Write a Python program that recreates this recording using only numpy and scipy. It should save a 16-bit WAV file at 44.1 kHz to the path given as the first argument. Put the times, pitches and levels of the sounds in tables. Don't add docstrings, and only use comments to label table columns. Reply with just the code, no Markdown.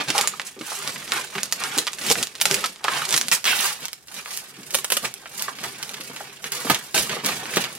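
import sys
import numpy as np
from scipy import signal
from scipy.fft import rfft, irfft
from scipy.io import wavfile
from scipy.ndimage import uniform_filter1d, minimum_filter1d

SR = 44100
rng = np.random.default_rng(int(sys.argv[2]) if len(sys.argv) > 2 else 0)


def dump(signal):
    limited = np.clip(np.atleast_2d(signal).T, -1, 1)
    pcm = np.round(limited * 32767).astype(np.int16)
    wavfile.write(sys.argv[1], SR, pcm)


N = 343098

# (frequency [Hz], bandwidth [Hz], peak level [dB])
BOX_MODES = [(138.3, 15, 5.5), (200, 32, 2.5), (256, 160, 0), (390.4, 38, 8), (478, 35, 1), (810, 86, 0),
             (1223, 77, 7)]


def amp(db):
    return 10 ** (np.asarray(db) / 20)


def unit_rms(x):
    return x / np.sqrt(np.mean(x ** 2) + 1e-20)


def unit_energy(x):
    return x / np.sqrt(np.sum(x ** 2) + 1e-20)


def bins(size=4096):
    return np.fft.rfftfreq(size, 1 / SR)


def curve(points, hz):
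    f, value = np.transpose(points)
    return np.interp(np.log(hz + 1), np.log(f + 1), value)


def add(mix, start_s, sound):
    part = mix[max(round(start_s * SR), 0):][:len(sound)]
    part += sound[:len(part)]


def pulse(spectrum_db):
    cepstrum = irfft(np.maximum(spectrum_db, spectrum_db.max() - 80) * np.log(10) / 20)
    half = len(cepstrum) // 2
    cepstrum[1:half] *= 2
    cepstrum[half + 1:] = 0
    return unit_energy(irfft(np.exp(rfft(cepstrum))))


def excite(force, response):
    return signal.oaconvolve(force, response)[:N]


def hump(centre_hz, octaves, below_db, above_db):
    away = np.log2((bins() + 10) / centre_hz)
    return -(np.hypot(away, octaves) - octaves) * np.where(away < 0, below_db, above_db)


def resonances(modes, floor_db):
    peaks = sum(amp(db) ** 2 / (1 + (2 * (bins() - hz) / width) ** 2) for hz, width, db in modes)
    return 10 * np.log10(amp(floor_db) ** 2 + peaks)


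def band_rms(x, low_hz, high_hz):
    band = signal.butter(2, [low_hz, high_hz], "band", fs=SR, output="sos")
    return np.std(signal.sosfilt(band, x))


def steadied(x, span_s):
    power = abs(uniform_filter1d(unit_rms(x) ** 2, int(span_s * SR)))
    return x / np.sqrt(power + 0.043)


def slips(per_s, spread_db):
    size = amp(spread_db * np.minimum(rng.exponential(1, N), 4)) * rng.choice([-1, 1], N)
    return unit_rms(size * (rng.random(N) < per_s / SR))


def flurries(depth_db=3.5, span_s=0.018):
    knots = np.arange(0, N / SR + span_s, span_s)
    gains = amp(depth_db * np.clip(rng.standard_normal(len(knots)), -2, 2))
    return np.interp(np.arange(N) / SR, knots, gains)


def room_noise(level_db=-60):
    # (frequency [Hz], relative density [dB])
    spectrum = [(25, -19), (60, -5.5), (150, -4.5), (1000, -16.5), (16000, -24)]
    colour = pulse(curve(spectrum, bins()))
    left, right, both = (unit_rms(excite(rng.standard_normal(N), colour)) for _ in range(3))
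    return amp(level_db) * unit_rms(np.array([left, right]) + 0.5 * both)


def diffuse_field(near_db, tail_db, size, near_t60_s=0.054, onset_s=0.0017):
    # (frequency [Hz], reverberation time T60 [s])
    decay = [(150, 0.13), (4000, 0.23), (16000, 0.15)]
    # (frequency [Hz], coherence [0..1])
    likeness = [(100, 0.96), (500, 0.78), (1200, 0.28), (5000, 0.14)]
    t = np.arange(size) / SR
    hz, when, noise = signal.stft(rng.standard_normal((2, size)), SR, nperseg=256)
    decaying = noise * amp(-60 * when / curve(decay, hz)[:, None])
    tail = signal.istft(decaying, SR, nperseg=256)[1][:, :size]
    near = rng.standard_normal((2, size)) * amp(-60 * t / near_t60_s)
    rise = 1 - np.exp(-(t / onset_s) ** 2)
    field = amp(tail_db) * unit_energy(tail * rise) + amp(near_db) * unit_energy(near * rise)
    shared, separate = rfft(np.sqrt(2) * field)
    coherence = curve(likeness, bins(size))
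    return np.array([coherence * shared + np.sqrt(1 - coherence ** 2) * separate, shared])


def room(x, near_db, tail_db, echo_s=0.0055, echo_db=-11, size=16384, count=14):
    # (frequency [Hz], left minus right [dB])
    port_balance = [(400, 0.1), (2200, -3.5), (4000, -2), (9000, -3.5)]
    # (time [s], lag of the left port [samples])
    port_lag = [(0, 1.25), (2.8, 1.05), (4, 3.23), (7.8, 2.96)]
    hz, hop, fade = bins(size), 1800, 200
    scatter = [diffuse_field(near_db, tail_db, size) for _ in range(count)]
    balance = amp(np.array([[0.5], [-0.5]]) * curve(port_balance, hz))
    echoes = [amp(echo_db) * np.exp(-2j * np.pi * hz * delay_s) * hz / (hz + 350)
              for delay_s in echo_s * rng.uniform(0.62, 1.15, count)]
    window = np.convolve(np.ones(hop), np.ones(fade) / fade)
    x, out = np.pad(x, (fade, size)), np.zeros((2, N + 2 * size))
    for k, start in enumerate(range(0, N + fade, hop)):
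        lag_s = np.interp(start / SR, *np.transpose(port_lag)) / SR
        direct = np.exp(-2j * np.pi * hz * np.array([[lag_s], [0]]))
        paths = balance * (direct * (1 + echoes[k % count]) + scatter[k % count])
        piece = rfft(x[start:start + len(window)] * window, size)
        out[:, start:start + size] += irfft(piece * paths / np.sqrt(np.mean(abs(paths) ** 2)))
    return out[:, fade:fade + N]


def taut_ring(start_s=5.5, length_s=0.7, level_db=-61, hz=1425, width_hz=25):
    out, swell = np.zeros(N), np.sqrt(np.hanning(int(length_s * SR)))
    tone = signal.lfilter(*signal.iirpeak(hz, hz / width_hz, SR), rng.standard_normal(len(swell)))
    add(out, start_s, amp(level_db) * unit_rms(tone * swell))
    return out


def box_rub(level_db):
    # (frequency [Hz], relative density [dB])
    spectrum = [(25, -53), (55, 1.5), (100, -5.5), (135, 6), (420, 6), (650, 8.5), (3000, -54)]
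    boom = np.zeros(N)
    for mode in BOX_MODES:
        colour = curve(spectrum, bins()) + resonances([mode], floor_db=-13)
        strength = flurries(depth_db=2.5, span_s=0.11) * np.linalg.norm(amp(colour))
        boom += strength * excite(slips(per_s=900, spread_db=4), pulse(colour))
    boom = steadied(boom, span_s=0.054)
    return amp(level_db) * boom / band_rms(boom, 100, 500)


def pressed_box(panel_db, detune=0.015):
    shifted_hz = bins() * np.exp(detune * rng.uniform(-1.54, 1))
    return np.interp(shifted_hz, bins(), resonances(BOX_MODES, panel_db))


def strike(response, contact_s, blow_db=-5):
    t = np.arange(SR // 8) / SR
    force = unit_energy(rng.standard_normal(len(t)) * np.exp(-t / contact_s))
    force[0] += amp(blow_db)
    return unit_energy(signal.fftconvolve(force, response))


def radiated(x, cutoff_hz=110):
    return signal.sosfilt(signal.butter(4, cutoff_hz, "high", fs=SR, output="sos"), x)


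def lid_scuffs():
    # (time [s], energy [dB], centre frequency [Hz])
    contacts = [(0.185, 3.5, 870), (.238, 2, 980), (.337, -5, 990), (0.7185, -1, 900), (1.121, 4.5, 1300),
                (1.619, -2.5, 1090), (1.872, -1.5, 1140), (2.6407, 2, 1240), (2.8459, 6.5, 1170),
                (2.8827, 11.5, 1300), (3.019, 4, 1440), (5.4816, 3.5, 1010), (6.2058, -4, 786),
                (6.669, -0.5, 1000), (7.428, -5.5, 700)]
    out = np.zeros(N)
    for s, db, hz in contacts:
        tock = pulse(pressed_box(panel_db=-3.5) + hump(hz, octaves=0.33, below_db=14, above_db=11))
        add(out, s, amp(db) * strike(tock, contact_s=0.0053))
    return out


def box_jolts():
    # (time [s], energy [dB], centre frequency [Hz], decay time of the contact [s])
    blows = [(.095, 0.5, 268, 0.02), (0.566, -8, 290, 0.062), (0.609, -3.5, 300, 0.0096),
             (1.355, -3, 200, 0.066), (1.769, 3, 345, 0.021), (2.106, 8, 527, 0.0083),
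             (2.51, 3.5, 316, 0.014), (4.581, -10, 165, 0.032), (5.04, -0.5, 650, 0.013),
             (5.999, -13, 320, 0.0042), (6.099, -10.5, 480, .008), (6.649, 0.5, 395, 0.0072),
             (6.699, 16, 900, 0.0098), (6.704, 2, 110, 0.013), (7.167, 1, 487, 0.012),
             (7.246, -2.5, 385, 0.0052), (7.287, 4, 1015, 0.023), (7.57, 13, 660, 0.0049)]
    out = np.zeros(N)
    for s, db, hz, contact_s in blows:
        softness = np.clip(450 / hz, 0.5, 1.7)
        band = hump(hz, octaves=0.24, below_db=9.0 * softness, above_db=6.3 * softness)
        knock = pulse(pressed_box(panel_db=-4) + band)
        add(out, s, amp(db) * strike(knock, contact_s))
    return out


def rasps():
    # (time [s], duration [s], level [dB], centre frequency [Hz])
    drags = [(0.146, 0.073, -26.5, 930), (1.119, 0.1, -31, 1370), (2.409, 0.024, -23.5, 12000),
             (2.925, 0.14, -34, 1320), (3.461, 0.11, -21.5, 2750), (3.447, 0.29, -34.5, 12000),
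             (3.584, 0.016, -22, 3080)]
    out = np.zeros(N)
    for s, length_s, db, hz in drags:
        progress = np.linspace(0, 1, int(length_s * SR))
        envelope = progress ** 0.044 * (1 - progress)
        patch = pulse(hump(hz, octaves=0.49, below_db=30, above_db=30))
        drag = excite(slips(per_s=1500, spread_db=4), patch)
        add(out, s, amp(db) * unit_rms(drag[:len(envelope)] * envelope))
    return out


def avalanche(length_s, draw_pulse, follow_gain, count=5):
    burst = np.zeros(SR // 8)
    add(burst, 0, draw_pulse())
    for k, (wait, size) in enumerate(rng.random((count, 2))):
        add(burst, (k + wait) / count * length_s, follow_gain * (0.5 + size) * draw_pulse())
    return unit_energy(burst)


def tape_rips():
    # (frequency [Hz], relative density [dB])
    spectrum = [(200, -18.5), (540, 3), (800, -1.5), (1230, 2.5), (2200, 0), (2850, 6), (4700, -0.5),
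                (10000, 3), (16000, -11)]
    # (time [s], energy [dB], duration [s])
    rips = [(4.7455, 13.5, 0.008), (4.786, 1, 0.0047), (4.8444, 5.5, 0.0061), (4.9021, 6, 0.0077),
            (4.9208, 12.5, .007), (4.9686, 10, 0.0061)]
    out, pop = np.zeros(N), pulse(curve(spectrum, bins()))
    for s, db, length_s in rips:
        add(out, s, amp(db) * avalanche(length_s, lambda: rng.choice([-1, 1]) * pop, follow_gain=0.68))
    return out


def bending_waves(x, travel_s=0.0002996, at_hz=8000):
    return excite(x, irfft(np.exp(-4j * np.pi * travel_s * np.sqrt(at_hz * bins()))))


def facet(centre_hz, ripple_db=3.0, knots=56):
    log_hz = np.linspace(np.log(200), np.log(SR / 2), knots)
    ripple = np.interp(np.log(bins() + 1), log_hz, rng.standard_normal(knots))
    band_edges = -10 * np.log10((1 + (380 / (bins() + 1)) ** 6) * (1 + (bins() / 13000) ** 8))
    sharpness = np.clip(np.sqrt(4200 / centre_hz), 1, 1.7)
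    peak = hump(centre_hz, 0.5 / sharpness ** 2, below_db=4.56 * sharpness, above_db=7.8 * sharpness)
    return pulse(peak + ripple_db * ripple + band_edges)


def crunches(length_s=0.0075):
    # (time [s], energy [dB], centre frequency [Hz])
    wads = [(0.1027, 9, 3730), (0.6118, -6, 2900), (.96, -5.5, 1880), (1.02, -11.5, 1800),
            (1.077, -7.5, 2960), (1.353, -0.5, 1800), (1.382, 2.5, 1920), (1.8687, 4.5, 3100),
            (1.877, 3.5, 2700), (1.932, -2, 4200), (1.985, -6, 2480), (2.0157, -11, 3900),
            (2.1188, 12, 7200), (2.2279, 9, 5180), (2.353, -6, 3880), (2.4132, 12.5, 4200),
            (2.543, 11, 6700), (2.6417, 5, 3400), (2.6596, 3.5, 5200), (2.842, 3.5, 3900),
            (3.0522, 3, 4850), (3.141, 11.5, 4000), (3.454, 8, 3300), (4.083, -11.5, 3340),
            (4.707, -3.5, 5500), (5.048, 2.5, 2750), (5.2575, -7, 1750), (5.395, -0.5, 4500),
            (5.587, -6.5, 2700), (5.639, 0, 2210), (5.8277, 1.5, 3860), (5.942, -3.5, 3400),
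            (6.009, -5.5, 3220), (6.163, -5, 2580), (6.4419, 0, 2800), (6.52, 3.5, 6900),
            (6.6989, 10, 2070), (6.746, 7, 4440), (6.944, 4.5, 3000), (6.978, 9.5, 3200),
            (7.095, 2.5, 2640), (7.2615, 9, 6700), (7.288, 2, 2490), (7.5601, 5.5, 6000),
            (7.5711, 10, 2000), (7.64, 3.5, 3200)]
    out = np.zeros(N)
    for s, db, hz in wads:
        add(out, s, amp(db) * avalanche(length_s, lambda: facet(hz), follow_gain=0.46))
    return out


def snaps():
    # (time [s], energy [dB], centre frequency [Hz])
    creases = [(0.1802, 9, 4530), (0.188, 5, 3020), (0.2115, 11.5, 5300), (0.2743, 13, 7100),
               (0.397, 2.5, 2120), (.417, -7, 3400), (0.8761, 2.5, 3740), (1.12, 7.5, 3380),
               (1.4321, 6.5, 7500), (1.457, -8, 6000), (1.5244, 11, 5970), (1.638, 3.5, 4380),
               (1.7779, 5, 7000), (1.7845, 15.5, 7260), (2.101, 12, 5000), (2.1132, 16.5, 6100),
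               (2.155, 1.5, 1900), (2.271, -4, 5000), (2.401, -6, 3500), (2.455, 12.5, 3200),
               (2.4565, 12, 4880), (2.512, 10.5, 3750), (2.76, -14, 3200), (3.091, 1, 5500),
               (3.108, 4, 6050), (3.115, -1, 5500), (3.1263, 8, 5330), (3.164, 9.5, 6740),
               (3.177, 13, 5900), (3.213, 8, 4900), (3.2836, 5, 6800), (3.3152, 9.5, 5450),
               (3.4429, 4, 4300), (3.8547, 1, 6620), (3.883, -5.5, 4970), (3.931, -3, 5480),
               (4.259, -6.5, 1980), (4.3742, 0, 7400), (5.14, -3.5, 8000), (5.423, 4, 8100),
               (5.893, -5.5, 3160), (7.2472, 0.5, 4180), (7.456, -5.5, 2200), (7.538, -2.5, 1850)]
    out = np.zeros(N)
    for s, db, hz in creases:
        add(out, s, amp(db) * facet(hz))
    return out


def pull_levels(depth_db=20, build_curve=1.89, release_curve=1.33):
    # (time [s], crackle level [dB])
    handling = [(0, -40.5), (.4, -44.5), (.55, -53), (.95, -40), (1.3, -45), (1.6, -45.5), (2.3, -48),
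                (2.8, -52.5), (3.24, -38), (3.42, -52), (4.05, -58), (4.68, -45), (5.24, -48.5),
                (5.85, -41.5), (6.25, -43), (6.4, -48.5), (6.91, -50), (7.78, -41)]
    # (time [s], build-up [s], release [s], crackle level [dB], fizz re crackle [dB], boom re crackle [dB])
    pulls = [(0, 0.00088, 0.029, -19, -41, -9), (0.064, 0.026, 0.027, -27, -5, -8.5),
             (.105, 0.068, 0.14, -26, -1, -11), (0.444, 0.021, 0.06, -39.5, 5, -19),
             (0.568, 0.15, 0.34, -35.5, 2.5, -28), (.75, 0.15, 0.02, -34, -0.5, -10),
             (1.07, 0.099, 0.12, -28, -3, -12.5), (1.301, 0.057, 0.21, -34.5, -5.5, -25.5),
             (1.539, 0.1, 0.16, -30, -3, -14.5), (1.66, 0.1, 0.12, -31, -3, -14.5),
             (1.964, 0.15, 0.022, -25, -1, -11), (2.139, 0.054, 0.064, -30, 0.5, -3),
             (2.39, 0.15, 0.19, -29, -1, -7), (2.605, 0.038, 0.062, -31, -12.5, -36),
             (2.821, 0.14, 0.17, -26, -5, -15.5), (3.052, 0.11, 0.026, -26, 0, -12),
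             (3.3139, 0.0062, 0.053, -18, 2, -20), (3.433, 0.04, 0.32, -24.5, 0.5, -16),
             (3.53, 0.12, 0.11, -25.5, 2.5, -26), (3.791, 0.047, 0.03, -34.5, -3, -10),
             (4.071, 0.12, 0.043, -37, 1.5, -13), (4.208, 0.12, 0.18, -38.5, 6, -17),
             (4.716, 0.028, 0.076, -35, 8.5, -5), (4.897, 0.02, 0.12, -34, 6.5, -9),
             (5.02, 0.027, 0.042, -28.5, 0, -5.5), (5.288, 0.14, 0.13, -37.5, 5, -13),
             (5.579, 0.074, 0.069, -34, 0.5, -6.5), (6.422, 0.036, 0.048, -34, -1, -7.5),
             (6.51, 0.011, 0.51, -34.5, 4.5, -10.5), (6.648, 0.067, 0.084, -26.5, -4.5, -10),
             (6.942, 0.0056, 0.15, -22, 2.5, -6.5), (7.075, 0.044, 0.14, -28, -8, -7.5),
             (7.231, 0.0094, 0.28, -27.5, -1, -7.5), (7.419, 0.18, 0.12, -27.5, -5, -9.5)]
    t = np.arange(0, N / SR + 0.01, 0.001)
    handling_offsets_db = np.array([[0], [1], [-7.5]])
    power = amp(np.interp(t, *np.transpose(handling)) + handling_offsets_db) ** 2
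    for start, build, release, db, fizz_db, boom_db in pulls:
        past_peak = t - start - build
        rising = abs(past_peak / build) ** build_curve
        falling = abs(past_peak / release) ** release_curve
        slack = np.minimum(np.where(past_peak < 0, rising, falling), 10)
        power += amp(db - depth_db * slack) ** 2 * amp([[0], [fizz_db], [boom_db]]) ** 2
    return [np.interp(np.arange(N) / SR, t, 10 * np.log10(p)) for p in power]


def crackle(level_db, fizz_db, slide_db=-5, split_hz=4600, count=20):
    # (frequency [Hz], relative density [dB])
    spectrum = [(60, -57), (450, -11.5), (750, 0.5), (1250, 3.5), (2600, 3.5), (4000, 1.5), (6000, -1),
                (9500, -2), (13000, -8.5), (16000, -16)]
    colour = curve(spectrum, bins())
    per_s = 80 * amp(0.6 * (np.clip(level_db, -55, -20) + 38.5))
    facets = np.array([facet(hz) * np.sqrt(hz) for hz in np.geomspace(700, 13000, count)])
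    grains = sum(flurries() * sum(excite(slips(per_s, spread_db=4.5), shape) for shape in patch)
                 for patch in np.array_split(facets, count // 2))
    facets_db = 10 * np.log10(np.sum(abs(rfft(facets)) ** 2, axis=0) + 1)
    ticks = steadied(excite(grains, pulse(colour - facets_db)), span_s=0.04)
    slide = excite(rng.standard_normal(N), pulse(colour))
    film = ticks + amp(slide_db) * slide
    body = signal.sosfiltfilt(signal.butter(2, split_hz, fs=SR, output="sos"), film)
    fizz = film - body
    body_gain = amp(level_db) / band_rms(film, 600, 4000)
    fizz_gain = amp(fizz_db) / band_rms(film, 5000, 15000)
    return body * body_gain + fizz * fizz_gain


def scene():
    crackle_db, fizz_db, boom_db = pull_levels()
    rustle = room(crackle(crackle_db, fizz_db) + rasps(), near_db=2.5, tail_db=-4.0)
    cracks = room(bending_waves(snaps() + crunches() + tape_rips()), near_db=-8, tail_db=-10)
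    box = room(box_rub(boom_db) + radiated(box_jolts() + lid_scuffs()), near_db=-4.5, tail_db=-6.5)
    return rustle + cracks + box + taut_ring() + room_noise()


def record(dry, hold_samples=15, cutoff_hz=15900):
    gain = 1 / np.maximum(abs(dry).max(axis=0), 1)
    limited = dry * uniform_filter1d(minimum_filter1d(gain, hold_samples), hold_samples)
    low_pass = signal.firwin(401, cutoff_hz, window=("kaiser", 8), fs=SR)
    return signal.oaconvolve(limited, low_pass[None], "same")


dry = scene()
out = record(dry)
dump(out)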